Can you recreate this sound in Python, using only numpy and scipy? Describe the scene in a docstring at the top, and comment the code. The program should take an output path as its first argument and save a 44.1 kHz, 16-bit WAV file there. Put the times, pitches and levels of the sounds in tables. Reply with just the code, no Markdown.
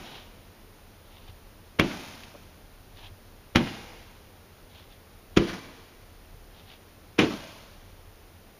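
"""A roman candle on a lawn at night fires four stars, after the fading echo of an earlier shot.
Each shot is a rush of noise for the gas, a short pressure swing for the blast, and a ring of tube tones.
Fences, trees, houses and single walls throw it back as filtered noise tails and delayed copies.
Shaped noise makes each star's hiss, the fuse's fizz and small dry snaps; damped low tones make soft thuds.
Behind it all lie a low outdoor rumble and the hiss of a small microphone."""
import sys
import numpy as np
from scipy import signal
from scipy.fft import rfft, irfft, next_fast_len
from scipy.io import wavfile

SR = 44100
rng = np.random.default_rng(int(sys.argv[2]) if len(sys.argv) > 2 else 0)


def wav_out(sig):
    """Save sig, one row per channel (or a flat mono array), as 16-bit PCM at SR to the path in sys.argv[1]."""
    wavfile.write(sys.argv[1], SR, np.round(np.clip(np.atleast_2d(sig).T, -1, 1) * 32767).astype(np.int16))


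N = 379109  # length [samples]
AGE = np.arange(int(1.5 * SR)) / SR  # time axis of one event [s]
LEAD_S = 0.03  # room before each blast for the leaking gas


# Shots from the tube: (time [s], blast level [dB], blast pitch [Hz], puff level [dB], crack level [dB],
# gas t60 [s], treble gain [dB], low cut [Hz], star hiss level [dB])
SHOTS = [(-.25, -17.5, 285, -20, 1.5, .07, 0, 75, -55.5),
         (1.7981, -16.5, 300, -21, 1, 0.066, -2.5, 9.2, -46.5),
         (3.5601, -14.5, 241, -16, .5, 0.1, 0, 13, -54.5),
         (5.3736, -7.5, 313, -17.5, -4.5, 0.062, 3, 18, -62),
         (7.1915, -12, 323, -28, -3.5, 0.19, -0.5, 117, -51)]
# the leaking gas is louder with a harder crack (dB at a 0 dB crack, dB per dB)
GAS_DB, GAS_PER_CRACK = -16, 0.46
# the fireball's slow wave, as a share of the blast's pitch
PUFF_PITCH = 0.292
# echo levels of fences, trees and houses [dB]; decay of the houses' long tail [s]
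BOOM_DB, TREES_DB, TAIL_DB, TAIL_T60_S = -18.5, -35, -36.5, 1.55
# a charge that burns longer than usual booms more (gas t60 [s], dB per doubling)
USUAL_BURN_S, BOOM_DB_PER_DOUBLING = 0.082, 3.5
# the trees answer the blast, the houses the crack (usual blast [dB], dB per dB, dB per dB)
USUAL_BLAST_DB, TREES_PER_BLAST, TAIL_PER_CRACK = -16, 0.68, 0.24


def candle():
    """Every shot with its echoes and its star; gas and echoes follow the strength of the charge."""
    out = np.zeros(N)
    for s, blast_db, hz, puff_db, crack_db, gas_t60, treble_db, low_hz, star_db in SHOTS:
        gas_db = GAS_DB + GAS_PER_CRACK * crack_db
        shot = muzzle(blast_db, hz, puff_db, PUFF_PITCH * hz, crack_db, gas_db, gas_t60)
        # no two charges burn alike: each has its own treble and its own lowest bass
        shot = colour(shot, [(3000, 0), (5000, treble_db), (7000, treble_db), (10000, 0)])
        bass_cut = signal.butter(2, low_hz, "high", fs=SR, output="sos")

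        boom_db = BOOM_DB + BOOM_DB_PER_DOUBLING * np.log2(gas_t60 / USUAL_BURN_S)
        trees_db = TREES_DB + TREES_PER_BLAST * (blast_db - USUAL_BLAST_DB)
        tail_db = TAIL_DB + TAIL_PER_CRACK * crack_db
        with_echoes = garden(shot, hz, boom_db, trees_db, tail_db, TAIL_T60_S)
        add(out, s - LEAD_S, signal.sosfilt(bass_cut, with_echoes))
        add(out, s, undb(star_db) * burning_star(peak_s=0.21))
    return out


# Ring of the tube and its stand: (frequency [Hz], level relative to the blast [dB], t60 [s])
TUBE_RING = [(143.5, -26, 0.28), (196.1, -7, 0.23), (223, -22, 0.12), (311.2, -25, 0.4), (345.4, -12, 0.37),
             (416, -29, 0.18), (498, -55, 0.204), (592, -25, 0.083), (737, -34, 0.079), (747, -28, .17)]
# Colour of the rushing gas: (frequency [Hz], relative level [dB])
GAS_SPECTRUM = [(40, -7), (120, 3.5), (400, 8), (620, 4.5), (900, -2), (1250, 1.5), (1700, -3), (2300, 3),
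                (3100, 2), (4400, -12.5), (6300, -14), (10000, -22.5), (15000, -38)]
# Colour of the sharp pressure front: (frequency [Hz], relative level [dB])
CRACK_SPECTRUM = [(60, -17), (500, -7), (1200, 1), (2400, 1), (3400, -8.5), (4500, -10.5), (6500, -10.5),
                  (10000, -32.5), (15000, -34)]


def muzzle(blast_db, hz, puff_db, puff_hz, crack_db, gas_db, gas_t60):
    """Gas leaks past the star, the pressure bursts out with a sharp front, and the tube rings."""
    t = AGE - LEAD_S
    tones = sum(undb(db) * np.sin(2 * np.pi * f * t) * fade(t, t60) for f, db, t60 in TUBE_RING)
    ring = (t > 0) * tones

    click = np.diff(1. * (t > -.0005), prepend=0)
    front = colour(click, CRACK_SPECTRUM)
    crack = undb(crack_db) * front / np.abs(front).max()

    # the leak opens 11 ms before the star is out
    leak = fade(t, 0.057) * np.clip(1 + t / 0.011, 0, 1) ** .5
    rush = np.where(t < 0, leak, fade(t, gas_t60))
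    gas = undb(gas_db) * unit(colour(sputter(len(t), 1495, 2.15), GAS_SPECTRUM)) * rush

    blast = undb(blast_db) * (swing(t, hz, spread=4.2) + ring)
    # the growing fireball pushes a slower wave
    puff = undb(puff_db) * swing(t, puff_hz, spread=1.6)
    return blast + puff - crack + gas


def swing(t, hz, spread):
    """A cycle or two of pressure under a bell-shaped envelope; spread is its width in radians."""
    turn = 2 * np.pi * hz * t
    return np.sin(turn) * np.exp(-(turn / spread) ** 2 / 2)


# Colour of the burning star: (frequency [Hz], relative level [dB])
STAR_SPECTRUM = [(200, -5), (800, 9), (2800, 8), (4500, 5.5), (6500, 5.5), (10000, 0), (15000, -9)]


def burning_star(peak_s):
    """The star catches: its flickering hiss swells to a peak, then fades as it climbs away."""
    flare = (AGE / peak_s * np.exp(1 - AGE / peak_s)) ** 2
    return flare * unit(colour(sputter(len(AGE), 247.3, 2.4), STAR_SPECTRUM))


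# Colour of the fences' boom for a 300 Hz blast: (frequency [Hz], relative level [dB])
FENCES_SPECTRUM = [(40, -4.5), (110, -4), (220, 2), (370, 2.5), (520, -13.5), (900, -18), (2700, -20),
                   (4400, -27.5), (6500, -33), (10000, -53.5), (15000, -76)]
# Colour of the echo off the trees: (frequency [Hz], relative level [dB])
TREES_SPECTRUM = [(60, -15), (130, -7.5), (210, 3), (380, -9), (600, -14), (1200, -11), (3000, -20.5),
                  (4500, -22), (6500, -25), (10000, -33), (15000, -43)]
# Colour of the long tail off the houses: (frequency [Hz], relative level [dB])
HOUSES_SPECTRUM = [(40, -9.5), (200, 4), (450, 0.5), (900, -2.5), (1800, -7.5), (3000, -5.5), (4500, -12.5),
                   (6500, -15), (10000, -22.5), (15000, -34)]
# Single walls: (delay [s], level [dB], lowest frequency [Hz], highest frequency [Hz])
WALLS = [(0.0126, -8, 58.5, 920), (0.0251, -12, 119, 704), (.038, -15.5, 148, 600), (.05, -9.5, 151, 610),
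         (.1155, -23.5, 150, 5000), (.157, -23.5, 130, 380), (0.437, -47, 1800, 5000)]


def garden(shot, hz, boom_db, trees_db, tail_db, tail_t60):
    """Fences boom at once, a line of trees answers a little later, houses carry the long tail."""
    boom = [(f * hz / 300, db) for f, db in FENCES_SPECTRUM]  # a deeper blast gives a deeper boom
    out = shot + undb(boom_db) * scatter(boom, delay=0.0066, rise=0.0088, t60=0.28, grain_db=-1.0)
    out += undb(trees_db) * scatter(TREES_SPECTRUM, delay=0.094, rise=0.014, t60=0.44, grain_db=4.0)
    out += undb(tail_db) * scatter(HOUSES_SPECTRUM, delay=0.027, rise=0.011, t60=tail_t60, grain_db=0.5)
    # each wall returns one delayed, band-limited copy of the dry shot
    for delay, db, low_hz, high_hz in WALLS:
        add(out, delay, undb(db) * band(shot, low_hz, high_hz))
    return out


def scatter(spectrum, delay, rise, t60, grain_db):
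    """Echoes off many small reflectors merge into an uneven roar that builds up, then dies away."""
    t = np.maximum(AGE - LEAD_S - delay, 0)
    echoes = sputter(len(t), 450, grain_db) * undb(0.25 * walk(53.9, len(t)))
    # twigs and slats split each echo into a short cluster, which ripples its colour
    cluster = rng.standard_normal(len(t)) * fade(AGE, 0.085)
    cluster /= np.linalg.norm(cluster)
    echoes = echoes + .5 * signal.fftconvolve(echoes, cluster)[:len(t)]
    return unit(colour(echoes, spectrum)) * (1 - np.exp(-t / rise)) * fade(t, t60)


# Spurts of burning powder: (time [s], level [dB], half length [s])
SPURTS = [(0.067, -48, 0.011), (0.141, -45.5, 0.052), (1.166, -58, .067), (1.295, -55, 0.015),
          (3.005, -51, 0.031), (3.06, -49, 0.018), (4.777, -54.5, 0.048), (4.927, -57.5, .022),
          (6.583, -54.5, .035), (6.717, -50, 0.031)]
# Colour of the fizzing fuse: (frequency [Hz], relative level [dB])
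FIZZ_SPECTRUM = [(300, -16), (600, -4.5), (850, 3.5), (1300, -9), (2400, -3.5), (3200, 2), (3700, 0.5),
                 (4300, -5.5), (5500, -14), (10000, -22), (15000, -25)]


def fuse():
    """Burning powder spits sparks in short, uneven spurts."""
    time = np.arange(N) / SR
    flow = sum(undb(db) * np.exp(-((time - s) / length) ** 2 / 2) for s, db, length in SPURTS)
    sparks = sputter(N, 300, 3) * undb(1.5 * walk(60, N))
    return flow * unit(colour(sparks, FIZZ_SPECTRUM))


# Small dry snaps: a sharp echo of the second shot off a wall, and falling bits of casing:
# (time [s], level [dB], t60 [s], dull above [Hz])
SNAPS = [(2.235, -42.5, .04, 4000), (2.342, -34, 0.012, 680), (2.349, -32, 0.043, 500),
         (2.971, -43.5, 0.023, 4300)]


def snaps():
    """Short dry bursts of noise, one octave wide, with no ring."""
    out = np.zeros(N)
    for s, db, t60, dull_hz in SNAPS:
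        burst = unit(band(rng.standard_normal(len(AGE)), 0.5 * dull_hz, dull_hz))
        add(out, s, undb(db) * burst * fade(AGE, t60))
    return out


# Soft thuds: (time [s], level before the rise and decay [dB])
THUDS = [(1.287, -32), (1.596, -35), (3.035, -37), (3.11, -35), (6.338, -37), (6.629, -35)]
THUD_HZ, THUD_T60_S = 92, 0.11  # shared by all


def thuds():
    """Dull, heavily damped bumps with a little noise in them."""
    out = np.zeros(N)
    for s, db in THUDS:
        noise = unit(lowpass(rng.standard_normal(len(AGE)), THUD_HZ))
        body = np.sin(2 * np.pi * THUD_HZ * AGE) + 0.14 * noise
        add(out, s, undb(db) * body * (1 - np.exp(-AGE * THUD_HZ)) * fade(AGE, THUD_T60_S))
    return out


# Colour of the distant night rumble: (frequency [Hz], relative level [dB])
NIGHT_SPECTRUM = [(20, -3.5), (35, 6), (55, -12.5), (80, 1), (95, -0.5), (125, -11), (230, -10.5),
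                  (270, -13.5), (445, -13), (700, -17), (1100, -20), (1750, -23), (4500, -28), (7000, -30)]
NIGHT_DB = -51  # rms before the bass wavers


def night():
    """Distant rumble that wavers in the bass, under an even microphone hiss."""
    air = unit(colour(rng.standard_normal(N), [*NIGHT_SPECTRUM, (9000, -76)]))
    bass = lowpass(air, 106)
    air = air + bass * (undb(2.0 * walk(3.19, N)) - 1)
    hiss_spectrum = [(3000, -2.5), (6000, -12), (8000, 8.0), (11000, 0), (15000, 0.5)]
    hiss = colour(rng.standard_normal(N), hiss_spectrum)
    return undb(NIGHT_DB) * air + undb(-59.5) * hiss


def sputter(size, rate, rough_db):
    """Noise whose strength flickers from moment to moment."""
    return unit(rng.standard_normal(size) * undb(rough_db * walk(rate, size)))


def walk(rate, size):
    """Random drift: normal knots, rate per second, joined by straight lines."""
    knots = rng.standard_normal(size)
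    return np.interp(np.arange(size) * rate / SR, np.arange(size), knots)


def colour(x, points):
    """Causal minimum-phase filter with a (frequency [Hz], level [dB]) response."""
    hz, db = np.transpose(points)
    size = 2 * next_fast_len(len(x) // 2 + 4096)
    log_hz = np.log(np.maximum(np.fft.rfftfreq(size, 1 / SR), 1))
    gain = undb(np.interp(log_hz, np.log(hz), db))
    # folding the cepstrum onto positive times makes the filter causal
    cepstrum = irfft(np.log(gain))
    cepstrum[1:size // 2] *= 2
    cepstrum[size // 2 + 1:] = 0
    return irfft(rfft(x, size) * np.exp(rfft(cepstrum)))[:len(x)]


def band(x, low_hz, high_hz):
    """Gentle band-pass, at least an octave wide."""
    high_hz = min(high_hz, SR / 3)
    edges = [min(low_hz, high_hz / 2), high_hz]
    return signal.sosfilt(signal.butter(2, edges, "band", fs=SR, output="sos"), x)


def lowpass(x, hz):
    """Gentle low-pass."""
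    return signal.sosfilt(signal.butter(2, min(hz, SR / 3), fs=SR, output="sos"), x)


def fade(t, t60):
    """Exponential decay either side of t = 0, by 60 dB in t60 seconds."""
    return np.exp(-np.log(1000) * np.abs(t) / t60)


def undb(db):
    """Decibels to gain."""
    return 10 ** (np.asarray(db) / 20)


def unit(x):
    """Scale to rms 1."""
    return x / np.sqrt(np.mean(x ** 2))


def add(out, s, x):
    """Mix x into out from time s, dropping what falls outside."""
    i = int(round(s * SR))
    x = x[max(-i, 0):len(out) - i]
    out[max(i, 0):max(i, 0) + len(x)] += x


def scene():
    """The whole garden, in mono."""
    return (candle() + fuse() + snaps() + thuds() + night())[None]


# Narrow dips in the microphone's response: (frequency [Hz], width of one notch pass [Hz])
MIC_DIPS = [(8000, 2060), (11900, 190)]
TOP_HZ = 15350  # upper limit of the microphone


def record(dry):
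    """A small microphone: no deep bass, a ceiling, two dips in the treble and a cut top."""
    x = signal.sosfilt(signal.butter(2, 18, "high", fs=SR, output="sos"), dry)
    x = np.clip(x, -.96, .96)
    for hz, width in MIC_DIPS:
        b, a = signal.iirnotch(hz, hz / width, fs=SR)
        x = signal.lfilter(b, a, signal.lfilter(b, a, x))  # two passes widen the dip
    return signal.sosfilt(signal.ellip(10, .2, 70, TOP_HZ, fs=SR, output="sos"), x)


dry = scene()
out = record(dry)
wav_out(out)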